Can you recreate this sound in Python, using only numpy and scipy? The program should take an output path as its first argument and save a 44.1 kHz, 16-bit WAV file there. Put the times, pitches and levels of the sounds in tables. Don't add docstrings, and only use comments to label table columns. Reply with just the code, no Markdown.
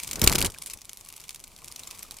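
import sys
import numpy as np
from scipy import signal
from scipy.fft import rfft, irfft
from scipy.io import wavfile

SR = 44100
rng = np.random.default_rng(int(sys.argv[2]) if len(sys.argv) > 2 else 0)


def generate_wav(signal):
    frames = np.transpose(np.atleast_2d(signal))
    scaled = np.clip(frames, -1, 1) * 32767
    pcm = np.round(scaled).astype(np.int16)
    wavfile.write(sys.argv[1], SR, pcm)


def attenuation_scalar(level_db):
    decades = np.asarray(level_db, float) / 20
    return 10 ** decades


N = 97020


def in_time(rows):
    return np.interp(np.arange(N) / SR, *np.transpose(rows))


def colour(x, *tables):
    log_hz = np.log(np.maximum(np.fft.rfftfreq(4096, 1 / SR), 5))
    curves = []
    for table in tables:
        hz, db = np.transpose(table)
        curves.append(np.interp(log_hz, np.log(np.maximum(hz, 5)), db))
    power = np.mean(attenuation_scalar(curves[0]) ** 2)
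    cepstrum = irfft(np.log(attenuation_scalar(sum(curves)) / np.sqrt(power)))
    cepstrum[1:2048] *= 2
    cepstrum[2049:] = 0
    return signal.fftconvolve(x, irfft(np.exp(rfft(cepstrum))))[:N]


def drift(hz):
    pole = np.exp(-2 * np.pi * hz / SR)
    noise = rng.standard_normal(N + SR)
    slow = signal.lfilter([1], [1, -2 * pole, pole * pole], noise)[SR:]
    return slow / slow.std()


def stereo(mid, side, pan_db):
    return np.array([(mid + side) * attenuation_scalar(pan_db / 2), (mid - side) * attenuation_scalar(-pan_db / 2)])


# [f/Hz, level/dB]
ROOM_TONE = [(12, -18), (20, 10.5), (678, -6), (1090, -5), (1660, -20), (2200, -21.5), (7730, -14),
             (11800, -24.5), (16000, -42)]
# [t/s, level/dB]
STIRRING = [
    (0.58, 4),
    (0.76, 3.5),
    (0.8, -2),
    (1.4, 1.5),
    (1.55, -0.5),
    (1.65, 3.5),
    (2.2, 2.5),
]


def room():
    mid, side = (colour(noise, ROOM_TONE) for noise in rng.standard_normal((2, N)))
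    gain = attenuation_scalar(-59.5 + in_time(STIRRING) + 1.42 * drift(22))
    return gain * stereo(mid, attenuation_scalar(-8.5) * side, 0.73)


# [t/s, peak level/dB, f/Hz]
BODY_TAPS = [(0.562, -42, 1580), (1.068, -49.5, 1090), (1.184, -50, 850), (1.222, -55, 1270),
             (1.623, -44.5, 1070), (1.7, -45.5, 1130), (1.762, -51, 1250), (1.873, -44, 1060),
             (1.893, -46.5, 1200), (1.929, -45.5, 930), (2.008, -48, 1080), (2.049, -44.5, 1240),
             (2.088, -49, 1060), (2.124, -45, 800)]


def taps():
    t = np.arange(N) / SR
    t60_s, attack_s, lift_db = 0.023, 0.0012, 1.5
    ring = np.zeros(N)
    for s, db, hz in BODY_TAPS:
        after = np.maximum(t - s, 0)
        envelope = attenuation_scalar(db + lift_db - 60 * after / t60_s) * np.minimum(after / attack_s, 1)
        pitch_rise = 1 + 3.6 * np.minimum(after, 0.05)
        ring += envelope * np.sin(2 * np.pi * hz * after * pitch_rise)
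    return stereo(ring, attenuation_scalar(-25) * np.roll(ring, 9), 0.6)


# [t/s, rumble level/dB]
PORT_RUMBLE = [
    (0.0, -60.5),
    (0.19, -42),
    (0.212, -41),
    (0.216, -24.5),
    (0.28, -27.5),
    (0.33, -27.5),
    (0.385, -35),
    (0.455, -25),
    (0.505, -50.5),
]
# [f/Hz, level/dB]
PORT_SPECTRUM = [(12, -24), (20, -8.5), (65, -1), (462, -13), (509, -16), (1530, -22), (2000, -27),
                 (2600, -42), (4400, -120)]


def buffet():
    lumps_db = 4 * drift(54.5)
    touching = np.arange(N) < PORT_RUMBLE[-1][0] * SR
    gain = attenuation_scalar(in_time(PORT_RUMBLE) + lumps_db) * touching
    mid, side = gain * rng.standard_normal((2, N))
    return stereo(colour(mid, PORT_SPECTRUM), attenuation_scalar(-8.5) * colour(side, PORT_SPECTRUM), 1.1)


# [f/Hz, level/dB, t60/s]
CASE_MODES = [(2400, -18, 0.0052), (2860, -4.5, 0.013), (4080, -7, 0.017), (4700, -4.5, 0.013),
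              (6200, -11, 0.017), (7430, 3.5, 0.0054), (8700, 10, 0.0024), (11500, -31, 0.0074)]


def knock():
    knock_s, ring_db, push_db, push_s = 0.2754, -3.5, -12, 0.00294
    t = np.arange(N) / SR - knock_s
    after = np.maximum(t, 0)
    rings = np.zeros(N)
    for hz, db, t60 in CASE_MODES:
        rings += attenuation_scalar(db - 60 * after / t60) * np.sin(2 * np.pi * hz * after)
    push = -attenuation_scalar(push_db) * np.exp(-((t + push_s / 2) / push_s) ** 2)
    side = 1.4 * attenuation_scalar(ring_db) * np.gradient(rings)
    return stereo(attenuation_scalar(ring_db) * rings + push, side, 1.4)


def crinkle(size):
    clicks = rng.random(size) < 20000 / SR
    uneven = attenuation_scalar(3 * np.minimum(rng.exponential(1, size), 4))
    x = clicks * uneven * rng.standard_normal((2, size))
    return x / x.std()


# [t/s, level/dB]
FILM_RUSTLE = [
    (0.0, -44),
    (0.31, -41),
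    (0.42, -53.5),
    (0.92, -53.5),
    (1.24, -51.5),
    (1.41, -54),
    (1.65, -53),
    (1.83, -46),
    (2.2, -52),
]


def rustle():
    gain = attenuation_scalar(in_time(FILM_RUSTLE) - 6 + 2 * drift(82))
    return gain * (0.79 * rng.standard_normal((2, N)) + 0.8 * crinkle(N))


def burst(t, length, rise):
    fall = np.exp(-np.maximum(t - rise, 0) / max(length, 2e-4))
    return np.minimum(t / rise, 1) * fall


def snap(db, hz, length, rise):
    t = np.arange(SR // 20) / SR
    head = burst(t, length - rise / 2, rise)
    tail = attenuation_scalar(-15) * burst(t, 0.0095, rise)
    x = (head + tail) * crinkle(len(t))
    x = signal.lfilter(*signal.butter(1, 0.3 * hz, "high", fs=SR), x)
    r = np.exp(-np.pi * 0.18 * hz / SR)
    poles = [1, -2 * r * np.cos(2 * np.pi * hz / SR), r * r]
    peak = signal.lfilter([(1 - r * r) / 2, 0, (r * r - 1) / 2], poles, x)
    x = x + attenuation_scalar(1.5) * peak
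    same_energy = np.sqrt(np.sum(head ** 2) / np.sum(x[0] ** 2))
    return attenuation_scalar(db + 2.5) * x * same_energy


# [t/s, peak level/dB,
# brightest f/Hz, crackle length/s]
NEAR_SNAPS = [(0.0004, -25.5, 2414, 0.00079), (0.03, -32, 4660, 0.00062), (0.0342, -24.5, 8600, 0.00098),
              (0.046, -34, 2280, 0.0014), (0.073, -31, 6700, 0.0008), (0.0765, -26, 8700, 0.00091),
              (0.0895, -40, 3060, 0.0037), (0.1, -44, 7800, 0.0014), (0.1118, -26.4, 7350, 0.0023),
              (0.1158, -34.5, 3220, 0.0033), (0.1312, -28, 7360, 0.0034), (0.157, -28, 5860, 0.0028),
              (0.1947, -27.5, 11500, 0.0014), (0.2162, -14, 5860, 0.002), (0.23, -30.5, 2080, 0.0049),
              (0.2398, -15.5, 13200, 0.005), (0.245, -16.5, 11700, 0.00067), (0.2639, -22, 3700, 0.00089),
              (0.2696, -25, 5000, 0.00027), (0.2743, -7, 2450, 0.0013), (0.281, -30, 11300, 0.0014),
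              (0.2886, -33, 2600, 0.0007), (0.2967, -19.5, 4130, 0.0018), (0.3055, -40.5, 10600, 0.014),
              (0.3186, -14.5, 4400, 0.0003), (0.3247, -20.4, 2070, 0.00398), (0.334, -25, 5130, 0.0027),
              (0.3542, -18.5, 5030, 0.0031), (0.357, -21, 3800, 0.0033), (0.383, -20.5, 2760, 0.002),
              (0.3871, -15.5, 3680, 0.00056), (0.3907, -24.5, 10800, 0.0013), (0.3955, -29, 5250, 0.0024),
              (0.406, -17, 10300, 0.00052), (0.4149, -15, 2920, 0.0012), (0.425, -18, 4700, 0.0019),
              (0.428, -41, 10100, 0.0011), (0.4344, -54, 7600, 0.0019), (0.4471, -20, 8700, 0.002),
              (0.4514, -23, 2920, 0.0024), (0.4591, -21, 10000, 0.0012), (0.4622, -24, 7240, 0.002),
              (0.4663, -27.3, 4100, 0.0027), (0.476, -47, 7400, 0.0017)]
# [t/s, peak level/dB, brightest f/Hz, crackle length/s]
MORE_CRACKLES = [
    (0.348, -31, 8800, 0.0066),
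    (0.384, -30.5, 9000, 0.0018),
    (0.668, -40, 8500, 0.013),
    (0.706, -41, 5130, 0.013),
]
# [t/s, peak level/dB, brightest f/Hz, crackle length/s]
FREE_SNAPS = [(0.5007, -37, 5900, 0.0018), (0.5058, -39, 8500, 0.0012), (0.52, -40, 7540, 0.0016),
              (0.541, -43, 4600, 0.0016), (0.5452, -39.5, 2540, 0.0022), (0.5777, -46.6, 3420, 0.0028),
              (0.5855, -31.5, 8750, 0.0011), (0.6186, -33, 5650, 0.00033), (0.6217, -30, 8500, 0.0018),
              (0.6347, -43, 8800, 0.0057), (0.661, -28, 9200, 0.0012), (0.699, -33, 7540, 0.0019),
              (0.7346, -33, 9800, 0.0042), (0.7734, -41.4, 6200, 0.0019), (0.787, -48.5, 2580, 0.0033),
              (0.81, -42, 6050, 0.00068), (0.8166, -38.5, 5900, 0.0021), (0.848, -42.5, 9800, 0.0013),
              (0.8534, -41.5, 10000, 0.0023), (0.8938, -33, 6700, 0.0018), (0.9156, -44, 9000, 0.00056),
              (0.9323, -31, 10800, 0.0009), (0.9444, -52, 8400, 0.0019), (0.9723, -33.5, 11000, 0.00073),
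              (0.997, -47.6, 9000, 0.00073), (1.005, -42, 9500, 0.00037), (1.01, -40.5, 7600, 0.002),
              (1.0458, -43, 4800, 0.00041), (1.0493, -40.5, 10200, 0.0011), (1.0614, -39, 2730, 0.00068),
              (1.072, -46.9, 7800, 0.0016), (1.0833, -45, 10800, 0.00072), (1.0875, -37, 10600, 0.0021),
              (1.1017, -41.5, 2650, 0.0019), (1.1255, -37.5, 11300, 0.0016), (1.1385, -43.5, 2750, 0.0024),
              (1.163, -36, 10500, 0.0003), (1.165, -37.5, 8200, 0.0018), (1.173, -43.4, 11800, 0.00077),
              (1.179, -43, 2710, 0.0015), (1.1998, -35, 4720, 0.0003), (1.2034, -40, 10800, 0.0022),
              (1.2147, -44, 6600, 0.0016), (1.239, -39.5, 6350, 0.0009), (1.2414, -44.5, 3400, 0.0021),
              (1.25, -50, 2820, 0.0017), (1.281, -42.7, 5500, 0.0021), (1.2923, -29, 4270, 0.0015)]
# [t/s, peak level/dB, brightest f/Hz, crackle length/s]
PAWED_SNAPS = [(1.3066, -32.5, 6360, 0.00093), (1.329, -40, 7700, 0.00044), (1.346, -36, 7800, 0.0028),
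               (1.3595, -38.5, 4660, 0.002), (1.395, -42, 7100, 0.00066), (1.4014, -41, 11300, 0.0015),
               (1.41, -52, 7450, 0.0016), (1.4395, -39.0, 7400, 0.0037), (1.472, -48, 4700, 0.0017),
               (1.478, -42.5, 12000, 0.0016), (1.517, -49.5, 2300, 0.0018), (1.55, -54, 8100, 0.0013),
               (1.5635, -41, 3470, 0.0014), (1.578, -48.6, 10800, 0.0015), (1.588, -42, 10400, 0.0011),
               (1.605, -56, 5500, 0.0017), (1.619, -46, 2300, 0.0015), (1.6286, -43.2, 9000, 0.00028),
               (1.6392, -50, 5800, 0.0017), (1.6443, -33.7, 8650, 0.0011), (1.6575, -46, 10300, 0.0026),
               (1.678, -36, 5900, 0.00036), (1.6817, -35, 8000, 0.0016), (1.716, -33, 5300, 0.00047),
               (1.7229, -34.5, 9600, 0.0014), (1.7605, -34.0, 5830, 0.0027), (1.7939, -37.5, 7160, 0.0024),
               (1.7975, -35.5, 6200, 0.0012), (1.8345, -34.5, 3900, 0.0012), (1.852, -54, 6800, 0.0015),
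               (1.873, -37.5, 7060, 0.0049), (1.9059, -39, 6200, 0.00068), (1.9102, -33, 4900, 0.0019),
               (1.9162, -38, 6300, 0.00072), (1.948, -46, 4700, 0.0011), (1.9517, -47.5, 8160, 0.0024),
               (1.9754, -42, 9000, 0.00086), (1.987, -38, 11500, 0.00088), (1.9922, -35, 7900, 0.0011),
               (2.003, -47, 7900, 0.0013), (2.0257, -37, 5600, 0.001), (2.029, -30, 12400, 0.0016),
               (2.0649, -51, 4830, 0.0012), (2.1097, -28, 3860, 0.00069), (2.1185, -42.5, 6850, 0.0038),
               (2.1425, -42, 7440, 0.0016), (2.168, -38.8, 7900, 0.0024), (2.186, -39, 4250, 0.0015)]


def snaps():
    out = np.zeros((2, N + SR))
    for s, db, hz, length in NEAR_SNAPS + MORE_CRACKLES + FREE_SNAPS + PAWED_SNAPS:
        rise = 0.6 * length
        x = snap(db, hz, length, rise)
        i = int(max(s - rise / 2, 0) * SR)
        out[:, i:i + x.shape[1]] += x
    return out[:, :N]


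# [f/Hz, level/dB]
WING_SPECTRUM = [(590, -11.5), (1000, -2), (1730, -7.5), (2280, 1.5), (2740, -2), (4520, -2), (9600, -2.5),
                 (14800, -8.5), (16400, -23)]
# [f/Hz, side minus mid level/dB]
WING_WIDTH = [(60, -10), (240, -3), (950, -20), (3770, -13), (15000, 1)]


def wings():
    mid, side = snaps() + rustle()
    return stereo(colour(mid, WING_SPECTRUM), colour(side, WING_SPECTRUM, WING_WIDTH), 0.5)


def scene():
    return room() + taps() + buffet() + knock() + wings()


def roll_off(x):
    return signal.sosfilt(signal.butter(12, 16100, fs=SR, output="sos"), x)


def record(dry):
    mix = np.clip(dry, -1, 1)
    return roll_off(mix)


dry = scene()
out = record(dry)
generate_wav(out)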